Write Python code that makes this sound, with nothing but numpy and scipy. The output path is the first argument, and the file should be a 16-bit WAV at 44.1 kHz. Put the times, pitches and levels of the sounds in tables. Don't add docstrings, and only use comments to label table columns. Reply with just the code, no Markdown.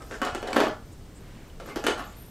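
import sys
import numpy as np
from scipy import signal
from scipy.fft import rfft, irfft
from scipy.io import wavfile
from scipy.ndimage import uniform_filter1d

SR = 44100
rng = np.random.default_rng(int(sys.argv[2]) if len(sys.argv) > 2 else 0)


def natural_amplitude(level_db):
    exponent = np.asarray(level_db, float) / 20
    return 10 ** exponent


def dump(signal):
    limited = np.clip(np.atleast_2d(signal).T, -1, 1)
    pcm = np.round(limited * 32767).astype(np.int16)
    wavfile.write(sys.argv[1], SR, pcm)


N = 101430


def at_hz(points, hz):
    table_hz, value = np.transpose(points)
    return np.interp(np.log(np.maximum(hz, 1)), np.log(table_hz), value)


def colour(x, points):
    hz = np.fft.rfftfreq(len(x), 1 / SR)
    return irfft(rfft(x) * natural_amplitude(at_hz(points, hz)), len(x))


def rms_one(x):
    return x / np.sqrt(np.mean(x ** 2) + 1e-20)


def ring(clicks, hz, t60):
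    r, w = natural_amplitude(-60 / (t60 * SR)), 2 * np.pi * hz / SR
    return signal.lfilter([0, np.sin(w)], [1, -2 * r * np.cos(w), r * r], clicks + 1e-18)


def band(x, low_hz, high_hz):
    edges = [max(low_hz, 20), min(high_hz, 0.45 * SR)]
    return signal.sosfilt(signal.butter(2, edges, "band", fs=SR, output="sos"), x)


def drift(rate):
    return np.interp(np.arange(N) / SR * rate, np.arange(200), rng.standard_normal(200))


def place(at, shapes):
    out = np.zeros(N)
    for i, shape in zip(at, shapes):
        out[i:i + len(shape)] += shape
    return out


# [f/Hz, level/dB per Hz]
ROOM_FLOOR = [(16, -11.5), (28, -2), (150, -11), (420, -20), (800, -28), (2000, -35.5), (8900, -42),
              (9900, -47.5), (15500, -47.5)]


def background():
    return natural_amplitude(-44.5) * rms_one(colour(rng.standard_normal(N), ROOM_FLOOR))


# [f/Hz, level/dB per Hz]
PREAMP_HISS = [(40, 4), (400, 0.5), (2000, -2.5), (8000, -3), (16000, -2.5)]


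def preamp_hiss():
    return natural_amplitude(-67.5) * rms_one(colour(rng.standard_normal(N), PREAMP_HISS))


# [f/Hz, t60/s]
ROOM_T60 = [(150, 0.33), (400, 0.24), (1000, 0.32), (2800, 0.24), (7000, 0.27), (14000, 0.092)]
# [f/Hz, level/dB]
ROOM_GAIN = [(150, -10.5), (500, 0.9), (1500, -1), (5000, 2.5), (14000, -2.5)]


def room(x):
    onset_s, level_db = 0.003, 5 - 33
    t = np.arange(SR // 2) / SR
    edges = 90 * 2 ** np.arange(0, 8, 0.5)
    white = rng.standard_normal((2, len(t)))
    tail = 0
    for k, (low, high) in enumerate(zip(edges, edges[1:])):
        hz = np.sqrt(low * high)
        decay = natural_amplitude(at_hz(ROOM_GAIN, hz) - 60 * t / at_hz(ROOM_T60, hz))
        tail = tail + band(white[k % 2], low, high) * decay
    spectrum = rfft(tail)
    power = np.abs(spectrum) ** 2
    even = np.sqrt(uniform_filter1d(power, size=250) / uniform_filter1d(power, size=18))
    tail = irfft(spectrum * even, len(t))
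    tail = tail * np.clip((0.42 - t) / 0.1, 0, 1) * np.clip(t / onset_s - 0.3, 0, 1)
    return natural_amplitude(level_db) * signal.fftconvolve(x, tail)[:N]


# [start t/s, length/s, level/dB]
MOTOR_RUNS = [(0.021, 0.015, -57), (0.038, 0.18, -63), (.25, .04, -64), (0.547, 0.17, -53.5),
              (0.85, .1, -67), (.96, .12, -71), (1.2, 0.12, -68), (1.47, .07, -70), (1.655, 0.09, -58),
              (1.75, 0.22, -59), (2.04, 0.1, -59.5), (2.157, 0.2, -55.5)]


def motor():
    whine_hz, width_hz, edge_s, fade_db = 12850, 130, 0.012, -13
    t, runs = np.arange(N) / SR, 0
    for start, length, db in MOTOR_RUNS:
        u = (t - start) / length
        gate = np.clip(np.minimum(u, 1 - u) * length / edge_s, 0, 1)
        runs = runs + natural_amplitude(db + fade_db * np.clip(u, 0, 1)) * gate
    whine = band(rng.standard_normal(N), whine_hz - width_hz / 2, whine_hz + width_hz / 2)
    return runs * natural_amplitude(2.7 * drift(60.0)) * rms_one(whine)


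# [centre t/s, width/s, level/dB, f/Hz, bandwidth/Hz]
SLEEVE = [
    (1.172, 0.016, -58.5, 8100, 1300),
    (0.93, .01, -60, 7800, 2600),
    (1.35, 0.13, -57, 1440, 2230),
    (2.22, 0.053, -60.5, 9200, 660),
    (0.043, 0.041, -63, 8400, 2300),
    (2.1, 0.043, -60.5, 6600, 1700),
    (1.69, 0.028, -55, 6400, 5600),
    (2.0, 0.019, -54.5, 8100, 11000),
    (0.14, 0.04, -53.5, 6300, 3300),
    (2.104, 0.13, -57, 2000, 3700),
]


def rustle():
    t, white = np.arange(N) / SR, rng.standard_normal(N)
    out = 0
    for centre, width, db, hz, bw_hz in SLEEVE:
        puff = np.exp(-0.5 * ((t - centre) / width) ** 2)
        out = out + natural_amplitude(db) * puff * rms_one(band(white, hz - bw_hz / 2, hz + bw_hz / 2))
    return out


# [start t/s, length/s, level/dB, squeak f/Hz]
SLIDES = [
    (.0, 0.034, -51.5, 1260),
    (0.1, 0.071, -45.5, 1502),
    (.195, 0.02, -52, 1300),
    (0.412, 0.2, -45, 716),
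    (0.615, 0.065, -38.5, 640),
    (1.655, 0.069, -52, 1150),
    (1.671, 0.083, -52.5, 2090),
    (1.966, 0.069, -44, 1130),
    (0.22, 0.081, -42.5, 1400),
    (1.603, 0.046, -53.5, 550),
]


def slides():
    clicks_per_s, squeak_db, squeak_t60 = 1500, -6.5, 0.026
    t = np.arange(N) / SR
    sizes = natural_amplitude(3.37 * np.minimum(rng.exponential(1, N), 4)) * rng.choice([-1, 1], N)
    clicks = sizes * (rng.random(N) < clicks_per_s / SR)
    rub, squeak = 0, 0
    for start, length, db, squeak_hz in SLIDES:
        stroke = np.sin(np.pi * np.clip((t - start) / length, 0, 1) ** 0.7)
        one_rub = natural_amplitude(db) * stroke * clicks
        rub = rub + one_rub
        squeak = squeak + natural_amplitude(squeak_db) * ring(one_rub, squeak_hz, squeak_t60)
    return rub, squeak


# [t/s, level/dB, f/Hz]
TICK_TONES = [(0.217, -36, 6300), (0.250, -33, 6700), (0.250, -40, 13500), (.217, -43, 12500),
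              (.349, -46, 14000), (.603, -39, 12800), (.603, -14, 395), (0.67, -17, 1210),
              (.563, -19.5, 650), (.229, -22, 1110), (.272, -22, 1170), (.218, -22, 1500),
              (1.867, -19, 810), (1.867, -18, 1490), (1.884, -22, 660), (1.907, -28, 450),
              (1.907, -25, 780), (1.842, -23, 285), (1.868, -25, 4260), (1.996, -26, 1150),
              (.649, -23.5, 1300), (.349, -32.5, 7600), (.476, -32.5, 3960), (0.42, -47, 13000),
              (.531, -24.5, 4500), (.531, -22, 2340), (.532, -49, 17000), (0.565, -33, 11600),
              (1.761, -44, 14000), (1.841, -46, 9400), (1.866, -34, 13000), (1.867, -45, 14200),
              (1.867, -23, 2950), (1.761, -20.5, 300), (1.768, -24, 394), (1.600, -31, 650),
              (1.61, -30.5, 510), (0.561, -13.5, 380), (.564, -14, 800), (.605, -17, 630),
              (.668, -31, 2850), (.637, -36, 4600), (1.5, -46, 2900), (1.603, -36, 1400), (1.882, -18, 390),
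              (.219, -21, 275), (0.438, -28.5, 440), (0.112, -26, 405)]


def tick_tones():
    t = np.arange(3000) / SR
    start, db, hz = np.transpose(TICK_TONES)[:, :, None]
    wobble = np.cumsum(rng.standard_normal((len(TICK_TONES), len(t))), axis=1) * hz * 2.5e-5
    t60 = 0.01 + 8.9 / hz
    tick = np.sin(2 * np.pi * hz * t + wobble) * natural_amplitude(db + 0.44 - 60 * t / t60)
    return place((start[:, 0] * SR).astype(int), tick)


# [t/s, peak level/dB, tray boom/dB rel, crack/dB rel, rattle t60/s]
FIRST_FIGURE = [(0.021, -38.5, -2, -0.5, .03), (0.071, -44, 2.5, -8, .05), (0.111, -30.5, 2, -13, 0.065),
                (0.117, -40, 13.5, -7, .04), (0.154, -44, -19, 3, .03), (0.2165, -17, -6, -11.5, 0.032),
                (0.221, -16, -7, -18, .04), (.232, -21, -7, -15, 0.069), (0.25, -20.5, -4.5, -6, 0.034),
                (0.266, -19, -27, -22, .05), (.273, -20.5, -18, -25, .06), (.286, -26, -17, -20, 0.044),
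                (.309, -30, -13, -18, 0.035), (0.348, -20.5, -13, -7, 0.033), (0.353, -22.5, 0, -22, .04),
                (0.428, -24, -1, -11, .04), (0.4735, -22.5, -6, -8.5, 0.049), (0.482, -26, 1.5, -12, 0.037),
                (0.506, -34, 9, -5, .03), (0.530, -18.5, -6, -6.5, 0.049), (.546, -23, 2, -10, 0.037),
                (0.562, -12, 2.5, -18, .025), (0.566, -11, 3, -16, .025), (0.578, -17, 4, -18, .04),
                (.595, -18.5, 3, -22, .03), (0.602, -10, 1, -13, .02), (0.607, -13, 2, -22, .025),
                (.621, -20.5, -2, -20, 0.048), (0.637, -23, 5.5, -14, 0.048), (0.648, -21, -5, -28, .04),
                (0.667, -24, 2, -14, .04), (.681, -25.5, 3, -20, 0.038)]
# [t/s, peak level/dB, tray boom/dB rel, crack/dB rel, rattle t60/s]
SECOND_FIGURE = [(1.5995, -33.5, 3, -6, 0.041), (1.608, -40.5, 5, -7, .04), (1.659, -33.5, -3, -14, 0.064),
                 (1.692, -44, -15, -14, .04), (1.759, -19.5, -3.5, -8, .05),
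                 (1.772, -22.5, -3.5, -14, 0.036), (1.8395, -20.5, -3, -8, 0.047),
                 (1.846, -21.5, -1, -9, 0.046), (1.866, -9, -9, -8, 0.038), (1.872, -15.5, -3.5, -8, 0.045),
                 (1.883, -15, 1.5, -12, 0.016), (1.897, -27, -16, -8, .04), (1.906, -17, -5, -18, .03),
                 (1.921, -26.5, -6, -20, 0.045), (1.979, -32.5, -8, -3, .05), (1.994, -24.5, -10, -14, .09),
                 (2.04, -41, -7, -6, .03)]


def contacts():
    start, db, boom_db, crack_db, rattle_t60 = np.transpose(FIRST_FIGURE + SECOND_FIGURE)
    t = np.arange(3000) / SR
    push = rng.standard_normal((len(start), len(t))) ** 3 * natural_amplitude(-60 * t / rattle_t60[:, None])
    push[:, 0] = 5.5
    push = push / np.sqrt(np.sum(push ** 2, axis=1, keepdims=True))
    return (start * SR).astype(int), db, boom_db, crack_db, push


def cracks(at, db, crack_db, push):
    t = np.arange(push.shape[1]) / SR
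    fade = natural_amplitude(-60 * t / 0.015) + natural_amplitude(-11.0 - 60 * t / 0.055)
    crack = band(rng.standard_normal(push.shape) * fade, 2040, 9740) * natural_amplitude(-3 + db + crack_db)[:, None]
    crack = signal.lfilter([0.6], [1, -0.4], crack)
    crunch = band(push, 350, 2620) * natural_amplitude(1.5 + db)[:, None]
    return place(at, crack + crunch)


# [f/Hz, level/dB, t60/s]
HOLLOW = [(220, -17, 0.088), (297, -10.5, 0.042), (327, -5.5, 0.034), (411, 0.5, 0.066), (459, -2.5, 0.12),
          (538, -3, 0.034), (633, -2.5, 0.081)]
# [f/Hz, level/dB, t60/s]
WALLS = [(740, -5.5, 0.033), (844, -0.5, 0.022), (960, -3.5, 0.013), (1128, -3.5, 0.024),
         (1215, -5.5, 0.012), (1400, 4, 0.013), (1532, -6.5, 0.018), (1723, -4.5, 0.021),
         (1910, -15, 0.0083), (2080, -10.5, 0.012), (2464, -6, 0.006), (2913, -9, 0.0082),
         (3640, -27.5, 0.021), (4240, -18, 0.0082)]


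def tray_modes(at, db, boom_db, push, rub):
    spread_db, longest_ring_s = 1, 0.035
    t = np.arange(push.shape[1]) / SR
    modes = [(mode, -8.5 + boom_db) for mode in HOLLOW] + [(mode, -10.5) for mode in WALLS]
    out = np.zeros(N)
    for (hz, level_db, t60), part_db in modes:
        even = (np.abs(push @ np.exp(2j * np.pi * hz * t)) + 0.3) ** -0.7
        chance_db = spread_db * rng.standard_normal(len(at))
        strength = even * natural_amplitude(db + part_db + level_db + chance_db)
        drive = rub * natural_amplitude(level_db - 13.0) + place(at, strength[:, None] * push)
        out = out + ring(drive, hz, min(t60, longest_ring_s))
    return out


def figures():
    at, db, boom_db, crack_db, push = contacts()
    rub, squeak = slides()
    tray = squeak + tray_modes(at, db, boom_db, push, rub) + cracks(at, db, crack_db, push)
    tray = tray + natural_amplitude(-36) * band(rub, 1400, 6000)
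    low_cut = signal.butter(4, 239, "high", fs=SR, output="sos")
    return signal.sosfilt(low_cut, [tray, tick_tones()])


def scene():
    tray, ticks = figures()
    to_room = tray + natural_amplitude(-6.5) * ticks
    mid = background() + room(to_room) + motor() + rustle() + tray + ticks
    side = preamp_hiss()
    return np.array([mid + side, mid - side])


def low_pass(x):
    return signal.sosfilt(signal.butter(12, 16450, fs=SR, output="sos"), x)


def record(dry):
    top = signal.cheby2(10, 40, 16200, fs=SR, output="sos")
    mix = signal.sosfilt(top, dry)
    return low_pass(mix)


dry = scene()
out = record(dry)
dump(out)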